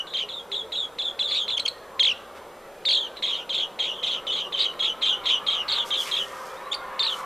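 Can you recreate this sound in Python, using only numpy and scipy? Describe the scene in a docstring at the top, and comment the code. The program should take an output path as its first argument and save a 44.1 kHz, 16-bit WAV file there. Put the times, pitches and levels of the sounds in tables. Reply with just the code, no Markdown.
"""Green bee-eaters call from a tree: quick trills of falling slurs that sink and fade, and a few double chips.
Each call is a wavering whistle with harmonics, shaped by the throat and blurred by echoes off branches.
Far birds coo and whistle faintly as gliding sine tones; small knocks, perhaps of a twig, and brief rustles
of leaves are short grainy noise. Distant traffic murmurs, slowly swells and eases again: shaped noise plus
a few unsteady engine tones. Under it all lies a faint hiss of smooth noise."""
import sys
import numpy as np
from scipy import signal
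from scipy.fft import rfft, irfft, next_fast_len
from scipy.io import wavfile
from scipy.ndimage import uniform_filter1d, map_coordinates

SR = 44100
rng = np.random.default_rng(int(sys.argv[2]) if len(sys.argv) > 2 else 0)


def pcm_store(signal):
    """Save signal as 16-bit PCM."""
    levels = np.round(np.clip(np.atleast_2d(signal), -1, 1) * 32767)
    wavfile.write(sys.argv[1], SR, levels.astype(np.int16).T)


N = 319725
T = np.arange(N) / SR


def amp(db):
    """Turn decibels into gain."""
    return 10 ** (np.asarray(db) / 20)


def unit(x):
    """Scale a sound to rms 1."""
    return x / np.sqrt(np.mean(x ** 2) + 1e-20)


def along(points, hz):
    """Read (f/Hz, value) points at any frequency, on a log axis."""
    f, v = np.transpose(points)
    return np.interp(np.log(hz + 1), np.log(f + 1), v)


def curves(rows, t):
    """Read each column after the first at times t."""
    s, *cols = np.transpose(rows)
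    return [np.interp(t, s, c) for c in cols]


def wobble(rate, size):
    """Draw a smooth random curve with `rate` random points a second."""
    knots = rng.standard_normal(2048)
    return map_coordinates(knots, [np.arange(size) * rate / SR], mode="wrap")


def filtered(x, response):
    """Multiply the spectrum of x by a function of frequency."""
    m = next_fast_len(N + 8192)
    return irfft(rfft(x, m) * response(np.fft.rfftfreq(m, 1 / SR)), m)[..., :N]


def add(track, s, x):
    """Mix x into the track from time s, cutting off what lies outside."""
    i = round(s * SR)
    x = x[max(-i, 0):N - i]
    track[max(i, 0):][:len(x)] += x


def bee_eaters():
    """All trills and chips, each with its own random set of branch echoes."""
    # trills: t/s, length/s, level/dB, pitch/Hz, effort (0 to 1), echo level against the voice/dB
    trills = [ (-.11, .13, -23.5, 2993, 0.42, -8.5), (.066, 0.12, -40, 3436, 0.1, -1),
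              (.134, 0.11, -27.5, 3150, 0.81, -5), (0.285, 0.12, -35, 3472, 0.28, -2),
              (0.514, 0.11, -29.5, 3360, 0.23, -2.5), (.717, 0.14, -28.5, 3350, 0.3, 2),
              (0.983, 0.13, -28, 3380, 0.33, -2.5), (1.189, .12, -26, 3453, 0.31, -5),
              (1.273, 0.068, -34, 3860, 0.43, 8), (1.308, 0.14, -25.5, 3436, 0.56, 0),
              (1.477, 0.08, -26.5, 3445, 0.31, -4.5), (1.992, 0.14, -20, 3203, 0.98, -12),
              (2.85, .235, -25, 3554, 0.85, -9.5), (2.883, .11, -23.5, 3265, .25, -12),
              (3.16, 0.019, -37.5, 3710, 0.4, 1), (3.222, 0.14, -26.5, 3246, .7, -2),
              (3.302, .12, -34, 3200, 0.84, 5), (3.49, 0.16, -28, 3190, 0.55, -1),
              (3.545, 0.11, -29.5, 3380, 0.69, 0), (3.787, .14, -27, 3126, .7, 5),
              (3.883, 0.19, -38.5, 3020, 0, 10), (4.025, .125, -27, 3150, 0.47, 9),
              (4.07, .12, -32.5, 3310, 0.83, 10), (4.265, 0.15, -28, 3078, 0.3, 1.5),
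              (4.323, .15, -32, 3247, 0.8, 3), (4.52, .2, -29, 3120, 0.61, 6),
              (4.588, 0.079, -23.5, 3744, 0.89, 2), (4.79, 0.13, -24.5, 3190, 0.64, 3),
              (5.007, 0.19, -35, 3280, 0.64, 13), (5.018, 0.13, -22.5, 3147, 0.51, 3),
              (5.234, .15, -34.5, 3373, 0.43, 9), (5.253, 0.11, -21.5, 3094, 0.46, 1.5),
              (5.462, .165, -25, 3120, .8, 6), (5.678, .15, -26.5, 3638, 0.53, 6),
              (5.688, .15, -30, 3234, .7, -3), (5.902, 0.13, -25.5, 3202, 0.44, 1.5),
              (6.11, 0.12, -25.5, 3208, .6, -1), (6.99, .16, -25, 3580, 0.78, -6.5), ]
    # double chips: t/s, low note length/s, level/dB, pitch/Hz, echo level against the voice/dB
    chips = [(1.568, .012, -25, 3130, -7.5), (1.651, 0.011, -24, 3180, -10.5),
             (6.713, .017, -27, 3476, -7.5)]
    out = np.zeros(N)
    for s, length, db, hz, effort, echo_db in trills:
        voice = trill(length, hz, np.clip(effort, .05, 1))
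        add(out, s, amp(db) * branches(voice, echo_db))
    for s, low_s, db, hz, echo_db in chips:
        add(out, s, amp(db) * branches(chip(low_s, hz), echo_db))
    return out


def trill(length, hz, effort, attack=0.0024, release=0.0065):
    """One long slur, then quick ones; effort makes them taller, harsher for longer, and sink and fade more."""
    t = np.arange(int(length * SR)) / SR

    # the opening slur lasts 35 ms, or 29 % of a short call; effort spreads the later ones out
    first = min(.035, .29 * length)
    soft_gap_s, effort_gap_s = .0115, .0085
    gaps = (soft_gap_s + effort_gap_s * effort) * (1 + .05 * rng.standard_normal(24))
    starts = np.cumsum(np.append([.002, first], gaps))
    which = np.maximum(np.searchsorted(starts, t) - 1, 0)

    # each slur differs a little by chance, in loudness and in pitch
    chance = rng.standard_normal((2, len(starts)))[:, which]
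    accent, scatter = uniform_filter1d(chance, size=64, axis=1)

    # between slurs the voice flicks down, weakest just before it rises again
    flick_s, flick_hz = .0024, 2000
    since = np.maximum(t - starts[which] - flick_s, 0)
    to_joint = np.abs(t[:, None] - starts).min(axis=1)
    joint = np.exp(-(to_joint / flick_s) ** 3)
    to_pause = np.abs(t[:, None] + flick_s - starts[1:]).min(axis=1)
    pause = np.exp(-(to_pause / flick_s) ** 2)
    harsh_s = .14  # length of the harsh opening at full effort
    force = np.exp(-(t / (harsh_s * effort)) ** 4)
    flick = joint * force

    # as the air pressure runs out, the slurs get lower, shallower and softer
    steady_share, spent_hz = 0.33, 2633  # share of the call before it sinks; where full effort sinks to
    spent = np.clip((t / length - steady_share) / (1 - steady_share), 0, 1)
    foot = hz + (spent_hz - hz) * effort * spent ** 1.3 + 45.5 * scatter
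    hold_s, fade_db_per_s = 0.08, 118  # the level holds, then fades this fast at full effort
    fade_db = fade_db_per_s * effort * np.maximum(t - hold_s, 0)

    # each slur drops steeply and levels out on its foot; later slurs of higher voices glide longer
    first_fall_s, fall_s_at_3200_hz = .0048, .0065
    glide = np.where(t > first, fall_s_at_3200_hz * (hz / 3200) ** 4, first_fall_s)
    # once the harsh opening is over, the slurs shrink to a fine buzz
    height = (830 + 400 * effort) * (.7 + 0.34 * force)
    slur = foot + height * np.exp(-1.5 * spent - (since / glide) ** 1.296)
    pitch = slur + (flick_hz - slur) * flick

    gate = np.clip(t / attack, 0, 1) * np.clip((length - t) / release, 0, 1)
    level_db = -4.5 * joint - 4 * pause + 1.5 * accent - fade_db
    rasp_db = -35 + 16 * flick  # the flicks of the harsh opening are the raspiest
    return syrinx(pitch, octave_db=-11.5, rasp_db=rasp_db) * gate * amp(level_db)


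def chip(low_s, hz, turn=0.00288, break_hz=2200, break_db_per_s=2600, attack=0.01, release=0.0052):
    """A rising low note and a falling high one; in the break between them the voice drops and dies away."""
    leap_ratio, leap_s, high_s = 1.39, .031, .01  # the high note: pitch ratio, delay, length
    rise_hz_per_s, sag_hz_per_s = 29000, 58000
    length = leap_s + high_s
    t = np.arange(int(length * SR)) / SR
    low = hz + rise_hz_per_s * (t - low_s / 2)
    high = hz * leap_ratio - sag_hz_per_s * (t - leap_s)
    note = np.where(t < (low_s + leap_s) / 2, low, high)
    # time to the nearer edge of the break, zero outside it
    into_break = np.maximum(np.minimum(t - low_s, leap_s - t), 0)
    pitch = note + (break_hz - note) * np.minimum(into_break / turn, 1)
    gate = np.clip(t / attack, 0, 1) * np.clip((length - t) / release, 0, 1)
    return syrinx(pitch, octave_db=-4, rasp_db=-30) * gate * amp(-break_db_per_s * into_break)


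def syrinx(pitch, octave_db, rasp_db, jitter=0.0142):
    """The voice organ: an unsteady, raspy whistle whose harmonics sweep through the throat resonance."""
    # throat and open bill pass the whistle and damp what lies above and below: f/Hz, level/dB
    throat = [(1800, -11.5), (2400, -8.5), (3000, -2), (4400, -4), (5300, -10.5), (6400, -16), (8000, -20),
              (9800, -24), (12000, -33)]
    n = len(pitch)
    phase = 2 * np.pi * np.cumsum(pitch * (1 + jitter * wobble(707, n))) / SR
    tone = np.zeros(n)
    for k in range(1, 4):
        harmonic_db = octave_db * np.log2(k) + along(throat, k * pitch)
        tone += amp(harmonic_db) * np.sin(k * phase)
    # rasp: the same whistle with its strength shaken at random
    rasp = amp(rasp_db) * wobble(2900, n) * (np.sin(phase) + 0.69 * np.sin(2 * phase))
    return (tone + rasp) * amp(.6 * wobble(300, n))


def branches(x, echo_db, spread=.035, t60=0.12, count=90):
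    """The voice plus copies scattered off nearby branches, at rms 1 over the length of the call."""
    delay = .002 + spread * rng.random(count)
    strength = rng.standard_normal(count) * amp(-60 * delay / t60)  # later echoes are weaker
    taps = np.bincount((delay * SR).astype(int), strength)
    echo = signal.fftconvolve(x, taps)
    both = unit(np.pad(x, (0, len(echo) - len(x)))) + amp(echo_db) * unit(echo)
    return unit(both) * np.sqrt(len(x) / len(both))


def far_birds():
    """From deeper in the trees: a faint arching whistle and a few soft, low coos, all wavering sine tones."""
    # points along the whistle: t/s, f/Hz, level/dB
    whistle = [(6.44, 2950, -66), (6.52, 3400, -53), (6.6, 3750, -58), (6.68, 3950, -55), (6.78, 3950, -53),
               (6.84, 3250, -57), (6.9, 2400, -66)]
    # coos: t/s, length/s, peak level/dB, f/Hz
    coos = [(.19, 0.12, -43.5, 445), (0.465, 0.13, -41.5, 424), (0.598, 0.1, -39.5, 453)]
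    out = np.zeros(N)
    t = np.arange(whistle[0][0], whistle[-1][0], 1 / SR)
    hz, db = curves(whistle, t)
    phase = 2 * np.pi * np.cumsum(hz * (1 + .02 * wobble(400, len(t)))) / SR
    add(out, t[0], amp(db + 4 * wobble(45, len(t))) * np.sin(phase))
    for s, length, db, hz in coos:
        n = int(length * SR)
        phase = 2 * np.pi * np.cumsum(hz * (1 + 0.033 * wobble(27, n))) / SR
        add(out, s, amp(db) * np.hanning(n) * np.sin(phase))
    return out


def grove(x, t60=0.49):
    """The diffuse answer of the surrounding trees: a dying tail of random echoes."""
    tail = rng.standard_normal(SR // 2) * amp(-60 * T[:SR // 2] / t60)
    return signal.fftconvolve(x, tail / np.linalg.norm(tail))[:N]


def knocks_and_rustles(slope_db=9):
    """Small knocks, perhaps of a twig, and brief rustles of leaves: short grainy noise around a centre pitch."""
    # the shortest rows are the knocks, the others rustles:
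    # middle t/s, length at half height/s, level at the middle/dB, brightness (centre) f/Hz
    bursts = [(2.374, 0.039, -46.5, 1400), (4.737, 0.008, -41.5, 1600), (5.784, 0.0089, -32.5, 990),
              (5.882, 0.053, -44, 5740), (6.026, 0.074, -37.5, 5185), (6.084, 0.047, -34, 2390),
              (6.152, 0.32, -48.5, 6000), (6.418, 0.32, -51.5, 5170), (7.166, 0.12, -47, 6100)]
    out = np.zeros(N)
    for s, length, db, hz in bursts:
        n = int(2 * length * SR)
        octaves = np.log2((np.fft.rfftfreq(n, 1 / SR) + 1) / hz)
        grains = rng.standard_normal(n) * amp(2.5 * wobble(600, n))
        # weaker by slope_db for each octave away from the centre
        burst = irfft(rfft(grains) * amp(-slope_db * np.abs(octaves)), n)
        add(out, s - length, amp(db) * np.hanning(n) * unit(burst))
    return out


def traffic():
    """A distant road: low drone and tyre roar from shaped noise, and wavering engine tones."""
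    # loudness over time, before the small trims below: t/s, drone level/dB, tyre roar level/dB
    swell = [(0, -46, -48.5), (1.9, -45.5, -48), (4.4, -43.5, -46.5), (5.1, -43, -43), (5.7, -44, -37.5),
             (6.05, -44.5, -41), (7.25, -45, -39)]
    # noise colours, only the shape counts: f/Hz, level per Hz/dB
    drone = [(20, -14.5), (55, -16), (120, -20), (170, -11), (290, -11), (380, -5), (540, 0.5), (720, -7.5),
             (900, -8.5), (1300, -37.5)]
    tyres = [(550, -20), (800, -5), (1050, 1), (1400, -2.5), (1600, -8), (2200, -12), (6000, -37)]
    # far engine tones: start t/s, end t/s, f/Hz, peak level/dB
    hums = [(0, 2.6, 81.7, -64), (0, 5.7, 170, -66.5), (2.2, 5.4, 360, -57), (0, 4.6, 562.5, -55.5),
            (5.6, 22, 397.3, -52.5), (5.6, 10.8, 525, -46.5)]
    drone_db, tyre_db = curves(swell, T)
    out = amp(drone_db - .5) * noise(drone, patchy_db=0.4)
    out += amp(tyre_db + 1.0) * noise(tyres, patchy_db=3.5)
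    for start, end, hz, db in hums:
        gate = np.clip((T - start) / 0.32, 0, 1) * np.clip((end - T) / 0.1, 0, 1)
        phase = 2 * np.pi * np.cumsum(hz * (1 + 0.00505 * wobble(11, N))) / SR
        out += amp(db + 1.25 * wobble(5.7, N)) * gate * np.sin(phase)
    return out


def noise(spectrum, patchy_db):
    """Noise of rms 1 with patches of random gain over time and frequency."""
    z = signal.stft(rng.standard_normal(N), nperseg=2048)[2]
    field = uniform_filter1d(rng.standard_normal(z.shape), size=4, axis=0)
    field = uniform_filter1d(field, size=8, axis=1)
    x = signal.istft(z * amp(patchy_db * unit(field)), nperseg=2048)[1][:N]
    return unit(filtered(x, lambda hz: amp(along(spectrum, hz))))


def hiss(spectrum):
    """Smooth, steady noise of rms 1, coloured by the spectrum."""
    return unit(filtered(rng.standard_normal(N), lambda hz: amp(along(spectrum, hz))))


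def scene():
    """Everything sits in the centre; only a thin, high hiss is wide, with opposite sign left and right."""
    # colour of the central hiss, only the shape counts: f/Hz, level per Hz/dB
    air = [(1500, -11), (3300, 8.5), (5000, 0), (8000, -3), (14000, -6)]
    birds = bee_eaters() + far_birds()
    birds = birds + amp(-19) * grove(birds)
    centre = birds + traffic() + knocks_and_rustles() + amp(-58.0) * hiss(air)
    width = amp(-64.5) * hiss([(3000, -60), (5000, -11), (7000, -0.5), (14000, -6.5)])
    return np.array([centre + width, centre - width])


def record(dry):
    """The recorder keeps nothing above its band limit."""
    top_hz = 14400
    return filtered(dry, lambda hz: hz < top_hz)


dry = scene()
out = record(dry)
pcm_store(out)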